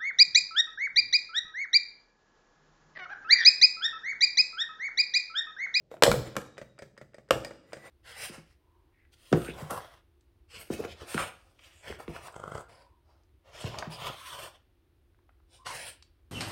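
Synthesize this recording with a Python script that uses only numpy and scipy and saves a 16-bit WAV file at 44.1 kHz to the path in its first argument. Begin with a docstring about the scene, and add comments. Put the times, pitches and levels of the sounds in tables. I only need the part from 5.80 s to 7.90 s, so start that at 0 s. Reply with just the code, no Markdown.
"""A sugar container is set down on a kitchen counter, close to the microphone: faint touches, then heavy knocks and
bounces, made of damped modes and short noise bursts, with a boom from the cabinet below.
Something loose on the counter rocks on with ever quicker double ticks, until a second knock, when a steel measuring
cup strikes the rim; the loose object still ticks while the cup, ringing under friction, is pushed into the sugar.
The hard kitchen answers every blow with reflections and a tail of noise, over quiet room air."""
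import sys
import numpy as np
from scipy import signal
from scipy.fft import rfft, irfft, next_fast_len
from scipy.io import wavfile

SR = 44100
rng = np.random.default_rng(int(sys.argv[2]) if len(sys.argv) > 2 else 0)


def wav_out(sig):
    """Save sig, one row per channel (or a flat mono array), as 16-bit PCM at SR to the path in sys.argv[1]."""
    wavfile.write(sys.argv[1], SR, np.round(np.clip(np.atleast_2d(sig).T, -1, 1) * 32767).astype(np.int16))


N = 92610  # 2.1 s
T = np.arange(SR) / SR  # one second, the length of every single sound

# Colour of the hard contact noise, columns: freq_hz [Hz], level_db [dB]
CLACK_COLOUR = [(100, -24), (400, -3.5), (800, -1.5), (1350, 1), (2200, -2.5), (3000, -9.5), (4500, -30.5),
                (16000, -49)]
# Colour of the loose object's click, columns: freq_hz [Hz], level_db [dB]
CLICK_COLOUR = [(150, -7), (600, 13.5), (850, -11.5), (1300, 0), (1950, 2.5), (2800, -11.5), (6200, -16),
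                (8200, -18), (10000, -33)]
# The counter's give under a weight, columns: freq_hz [Hz], level_db [dB], t60_s [s]
WOOD_MODES = [(140.34, -10.5, 0.18), (203.1, -3, 0.0547)]
# Decay of the noise that starts each burst, before burst() reshapes it
CLACK_T60_S, CLICK_T60_S = 0.0174, 0.0533
CONTACT_RISE_S, BOOM_RISE_S = 0.00054, 0.013
# How strongly each sound feeds the diffuse tail of the room
THUNK_WET_DB, CLACK_WET_DB = -1.5, -4.5


def amp(db):
    """Decibels to gain."""
    return 10 ** (np.asarray(db) / 20)


def unit(x):
    """Scale to rms 1."""
    return x / np.sqrt(np.mean(x ** 2) + 1e-20)


def along(points, hz):
    """Read (Hz, value) points at any frequency, on a log axis."""
    f, v = np.transpose(points)
    return np.interp(np.log(hz + 1), np.log(f + 1), v)


def filtered(x, gain):
    """x times a gain that depends on frequency."""
    m = next_fast_len(len(x) + SR // 2)
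    hz = np.fft.rfftfreq(m, 1 / SR)
    return irfft(rfft(x, m) * gain(hz), m)[:len(x)]


def noise(colour):
    """Steady coloured noise of rms 1."""
    white = rng.standard_normal(N)
    return unit(filtered(white, lambda hz: amp(along(colour, hz))))


def add(track, s, sound):
    """Mix a sound in at time s."""
    part = track[max(0, round(s * SR)):][:len(sound)]
    part += sound[:len(part)]


def causal(colour):
    """The minimum-phase response that has this colour."""
    gain = amp(along(colour, np.fft.rfftfreq(SR, 1 / SR)))
    cepstrum = irfft(np.log(gain), SR)
    cepstrum[1:SR // 2] *= 2
    cepstrum[SR // 2 + 1:] = 0
    return np.exp(rfft(cepstrum))


def burst(colour, t60):
    """Many dense, quickly damped modes of uneven strength, then coloured; the energy depends only on t60."""
    fade = amp(-60 * T / t60)
    spectrum = rfft(rng.standard_normal(SR) * fade)
    evened = spectrum / np.abs(spectrum) ** .4  # strong and weak modes drawn closer
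    x = irfft(evened, SR) * np.sqrt(np.sqrt(fade))
    coloured = irfft(rfft(x) * causal(colour), SR)
    return unit(coloured) * np.sqrt(np.mean(fade ** 2))


def ring(modes, rise_s, scatter=0, pitch=1):
    """Damped modes, in step or with scattered phases (scatter in turns)."""
    turns = scatter * rng.random(len(modes))
    tones = np.zeros(SR)
    for (hz, db, t60), turn in zip(modes, turns):
        tones += amp(db - 60 * T / t60) * np.sin(2 * np.pi * (pitch * hz * T + turn))
    return tones * (1 - np.exp(-T / rise_s))


def kitchen(sound, wet_db=0):
    """A sound with its near reflection, clumpy scatter from the cupboards and a diffuse tail."""
    # Decay of the tail, columns: freq_hz [Hz], t60_s [s]
    tail_t60 = [(100, 1.33), (500, 0.5236), (2000, 0.6884), (5000, 0.673), (9000, 0.38), (15000, 0.16)]
    # Level of the tail, columns: freq_hz [Hz], level_db [dB]
    tail_level = [(60, -3), (250, -1), (520, -13), (800, -7.5), (3000, -12), (8000, -4.5), (15000, -5.5)]
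    early_db, early_t60_s, rise_s = -9, 0.24, 0.0033
    clump_db, clumps_per_s = 3, 240  # spread and rate of the uneven clumps
    wall_s, wall_db = 0.0093, -17  # the nearest reflection

    # Noise that dies away at its own rate in each band
    hz, t, z = signal.stft(rng.standard_normal(SR), SR, nperseg=256)
    t60 = along(tail_t60, hz)[:, None]
    decay = amp(along(tail_level, hz)[:, None] - 60 * t / t60)
    even_energy = np.sqrt(2 * np.log(1000) / (t60 * SR))
    tail = signal.istft(z * decay * even_energy, SR, nperseg=256)[1][:SR]

    rise = 1 - np.exp(-(T / rise_s) ** 2)
    wander = np.interp(T * clumps_per_s, np.arange(SR), rng.standard_normal(SR))
    clumps = unit(amp(clump_db * wander))
    scatter = rng.standard_normal(SR) * clumps * rise * amp(-60 * T / early_t60_s)
    early = unit(scatter) / np.sqrt(SR)  # total energy 1

    answer = amp(wet_db) * tail * rise + amp(early_db) * early
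    answer[0] = 1  # the direct sound
    answer[round(wall_s * SR)] += amp(wall_db)
    return signal.fftconvolve(sound, answer)[:N]


def air():
    """The quiet air of the room: steady noise, mostly low."""
    # Colour of the air, columns: freq_hz [Hz], level_db [dB]
    air_colour = [(25, -8), (60, 0.5), (130, 8.5), (250, -2.5), (550, -2.5), (1000, -23.5), (5000, -27.5),
                  (10000, -43)]
    return amp(-68) * noise(air_colour)


def boom():
    """The cabinet below swells, shudders and hums on: low modes and unpitched rumble."""
    # The cabinet's hum, columns: freq_hz [Hz], level_db [dB], t60_s [s]
    cabinet_modes = [(47.5, -15.5, 0.31), (59.5, -3, 0.37), (89.56, -10, 0.44), (123.39, -2, 0.47),
                     (143.88, -4, 0.44)]
    # The cabinet's unpitched rumble, columns: freq_hz [Hz], level_db [dB]
    shudder_colour = [(35, -34.5), (65, 0), (150, -0.5), (600, -33.5)]
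    shudder = burst(shudder_colour, 0.38) * (1 - np.exp(-T / BOOM_RISE_S))
    return ring(cabinet_modes, BOOM_RISE_S) / 2 + amp(-11.5) * shudder


def thunk(pitch=1):
    """The hollow note that a contact draws from the counter; its pitch depends on where the blow falls."""
    # The counter's hollow note at pitch 1, columns: freq_hz [Hz], level_db [dB], t60_s [s]
    thunk_modes = [(226.18, -26.5, 0.019), (352.6, -15.5, 0.075), (530.13, -8, 0.067), (567.14, -1, 0.031),
                   (646, -13, 0.041), (775.2, -6.5, 0.016), (1136.4, -8, 0.012)]
    low_edge = signal.butter(2, 240.6, "highpass", fs=SR, output="sos")
    return signal.sosfilt(low_edge, ring(thunk_modes, CONTACT_RISE_S, pitch=pitch))


def grip():
    """Fingers shift on the cup with a long, faint squeak: a narrow band of noise that swells and fades."""
    # The squeak, columns: centre_s [s], half_length_s [s], squeak_hz [Hz], squeak_db [dB]
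    squeak_setting = (0.7, 0.26, 3798, -73.5)
    s, half, hz, squeak_db = squeak_setting
    width_hz = 44  # from the centre to 1/e of the gain
    white = rng.standard_normal(N)
    squeak = unit(filtered(white, lambda f: np.exp(-((f - hz) / width_hz) ** 2)))
    return amp(squeak_db) * squeak * np.exp(-((np.arange(N) / SR - s) / half) ** 2)


def cup():
    """The cup is handled, slides or digs: friction hisses and sets the steel ringing in narrow bands."""
    # Strokes of friction, columns: peak_s [s], rise_s [s], fall_s [s], level_db [dB]
    strokes = [(0.122, .012, 0.0303, -58), (0.475, .025, 0.01026, -50), (1.98, 0.0984, 0.071, -60),
               (2.07, 0.0327, 0.0195, -51.5)]
    # The cup's ring when rubbed, columns: freq_hz [Hz], level_db [dB]
    cup_modes = [(1120, -3.5), (1976, 5.5), (2180, -1.5), (3768, -1), (7171, -0.5), (8850, -2),
                 (12096, -6.5)]
    # Colour of the friction hiss, columns: freq_hz [Hz], level_db [dB]
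    sugar_colour = [(150, -23), (500, 0), (900, -10), (2000, -9), (2800, -17.5), (8000, -28.5),
                    (15000, -36.5)]
    width_hz = 22  # full width of each resonance at half gain

    t = np.arange(N) / SR
    stroke = np.zeros(N)
    for s, rise, fall, db in strokes:
        stroke += amp(db) * np.exp(-((t - s) / np.where(t < s, rise, fall)) ** 2)

    def resonance(f):
        """The cup's modes as gain peaks."""
        return sum(amp(db) / (1 + (2 * (f - hz) / width_hz) ** 2) for hz, db in cup_modes)

    steel = unit(filtered(rng.standard_normal(N), resonance))
    return kitchen(stroke * (noise(sugar_colour) + amp(-6) * steel))


def thud():
    """The loose object falls back: the thunk, the give of the counter and a click."""
    body = thunk() + amp(-1.5) * ring(WOOD_MODES, CONTACT_RISE_S)
    return kitchen(body + amp(-2) * burst(CLICK_COLOUR, CLICK_T60_S), wet_db=-4.5)


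def rocking():
    """Each swing of the loose object: a light touch, a ringing click, then a dull thud as it falls back."""
    # Swings, columns: start_s [s], click_db [dB], ring_db [dB], fall_delay_s [s], thud_db [dB]
    swings = [(0.7799, -38, -42, 0.03493, -38), (0.9892, -42, -39.5, 0.03215, -38),
              (1.177, -46, -43.5, 0.0364, -42.5), (1.3440, -47, -45, .039, -46),
              (1.4881, -52.5, -55.5, 0.03, -64), (1.6476, -39, -27, 0.0607, -39),
              (1.9315, -34.5, -34, 0.03655, -42)]
    # The loose object's ring, columns: freq_hz [Hz], level_db [dB], t60_s [s]
    loose_modes = [(1853.8, -8.5, 0.038), (2312.4, -11, 0.025), (4877.7, -10, 0.0427),
                   (5096, -9.5, 0.01336), (8097, -8, 0.011), (8638, -8, 0.0064)]
    lead_s, lead_db = 0.0092, -10.5  # the light touch before each click
    click_thunk_db, fall_boom_db = -1.5, -13.5
    track = np.zeros(N)
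    for s, click_db, ring_db, delay, thud_db in swings:
        click = amp(click_db) * (burst(CLICK_COLOUR, CLICK_T60_S) + amp(click_thunk_db) * thunk())
        touch = burst(CLACK_COLOUR, CLACK_T60_S)
        add(track, s - lead_s, amp(click_db + lead_db) * touch)
        ringing = amp(ring_db) * ring(loose_modes, CONTACT_RISE_S, scatter=0.946)
        add(track, s, kitchen(click + ringing, wet_db=-3.5))
        add(track, s + delay, amp(thud_db) * thud())
        add(track, s + delay, amp(thud_db + fall_boom_db) * boom())
    return track


def rim_strike():
    """The cup strikes the container's rim, which rings in two short modes."""
    # The strike, columns: start_s [s], level_db [dB]
    strike = (1.5077, -17)
    # The rim's ring, columns: freq_hz [Hz], level_db [dB], t60_s [s]
    rim_modes = [(1098.5, -1, 0.0167), (2851.3, 4.5, 0.0138)]
    track = np.zeros(N)
    s, db = strike
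    add(track, s, amp(db) * kitchen(ring(rim_modes, CONTACT_RISE_S, scatter=0.943), CLACK_WET_DB))
    return track


def landing():
    """The container settles on its soft, broad base: a muffled thunk, a little lower, with no click."""
    muffle = signal.butter(2, 703, fs=SR, output="sos")  # low-pass, Hz
    return signal.sosfilt(muffle, thunk(pitch=0.94))


def landings():
    """Dull landings of the container: a muffled thud, the counter's woody give and the cabinet's boom."""
    # Landings, columns: start_s [s], thud_db [dB], wood_db [dB], boom_db [dB]
    settles = [(0.2780, -6, -18, -17), (0.3170, -30.5, -18.5, -21), (0.34, -15, -25.5, -25),
               (0.5691, -23.5, -28, -47), (1.5310, -21.5, -31.5, -38.5), (1.5590, -23.5, -36.5, -39)]
    track = np.zeros(N)
    for s, thud_db, wood_db, boom_db in settles:
        add(track, s, amp(thud_db) * kitchen(landing(), THUNK_WET_DB))
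        add(track, s, amp(wood_db) * kitchen(ring(WOOD_MODES, CONTACT_RISE_S), wet_db=-9.5))
        add(track, s, amp(boom_db) * boom())
    return track


def knocks():
    """Each blow gives a hollow thunk, a clack, a short ring and a bright crack, and shakes the cabinet."""
    # Blows, columns: start_s [s], thunk_db [dB], thunk_pitch [ratio], clack_db [dB],
    # wall_ring_db [dB], crack_db [dB]
    blows = [(0.1150, -34, .9, -52.5, -61.5, -54), (0.1407, -34.5, 1.157, -56.5, -62.5, -56.5),
             (0.1680, -47.5, 0.67, -49, -72.5, -67), (0.2232, -7.5, 0.961, -9, -27, -16),
             (0.2354, -8, 0.893, -7.5, -18.5, -5), (0.2645, -12, 1.06, -24, -35, -43),
             (0.3150, -18.5, 1.087, -17.5, -12.5, -21), (0.5549, -37.5, 0.918, -40.5, -52.5, -53),
             (0.5661, -25.5, 0.9167, -22, -23.5, -28.5), (1.5077, -8, 1, -13, -39, -20),
             (1.6478, -41, 1.087, -54, -42.5, -36.5)]
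    # The container's wall, columns: freq_hz [Hz], level_db [dB], t60_s [s]
    wall_modes = [(1373.8, 2, 0.017), (1517, -7, 0.014), (2301, -4, 0.023)]
    # Colour of the bright crack, columns: freq_hz [Hz], level_db [dB]
    crack_colour = [(500, -24.5), (2400, -13.5), (3500, 7.5), (4800, 2), (6500, -2.5), (8000, 1.5),
                    (9200, -7), (14000, -10), (16000, -24)]
    knock_boom_db = -22  # cabinet boom under each thunk
    track = np.zeros(N)
    for s, thunk_db, pitch, clack_db, ring_db, crack_db in blows:
        clack = amp(clack_db) * burst(CLACK_COLOUR, CLACK_T60_S)
        wall = amp(ring_db) * ring(wall_modes, CONTACT_RISE_S, scatter=1)
        crack = amp(crack_db) * burst(crack_colour, 0.01381)
        add(track, s, kitchen(clack + wall + crack, CLACK_WET_DB))
        add(track, s, amp(thunk_db) * kitchen(thunk(pitch), THUNK_WET_DB))
        add(track, s, amp(thunk_db + knock_boom_db) * boom())
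    return track


def scene():
    """Everything on the counter, over the quiet air of the room."""
    container = knocks() + landings() + rim_strike()
    loose_object = rocking()
    handling = cup() + grip()
    return (container + loose_object + handling + air())[None]


def record(dry):
    """The small microphone loses the deepest bass and rounds off high peaks; a steep low-pass ends the band."""
    low_cut_hz, top_hz, full_scale = 30, 16000, 0.81
    thin = signal.sosfilt(signal.butter(4, low_cut_hz, "highpass", fs=SR, output="sos"), dry)
    held = thin / (1 + (thin / full_scale) ** 4) ** .25  # soft overload
    return signal.sosfilt(signal.ellip(10, .1, 90, top_hz, fs=SR, output="sos"), held)


dry = scene()
out = record(dry)
wav_out(out)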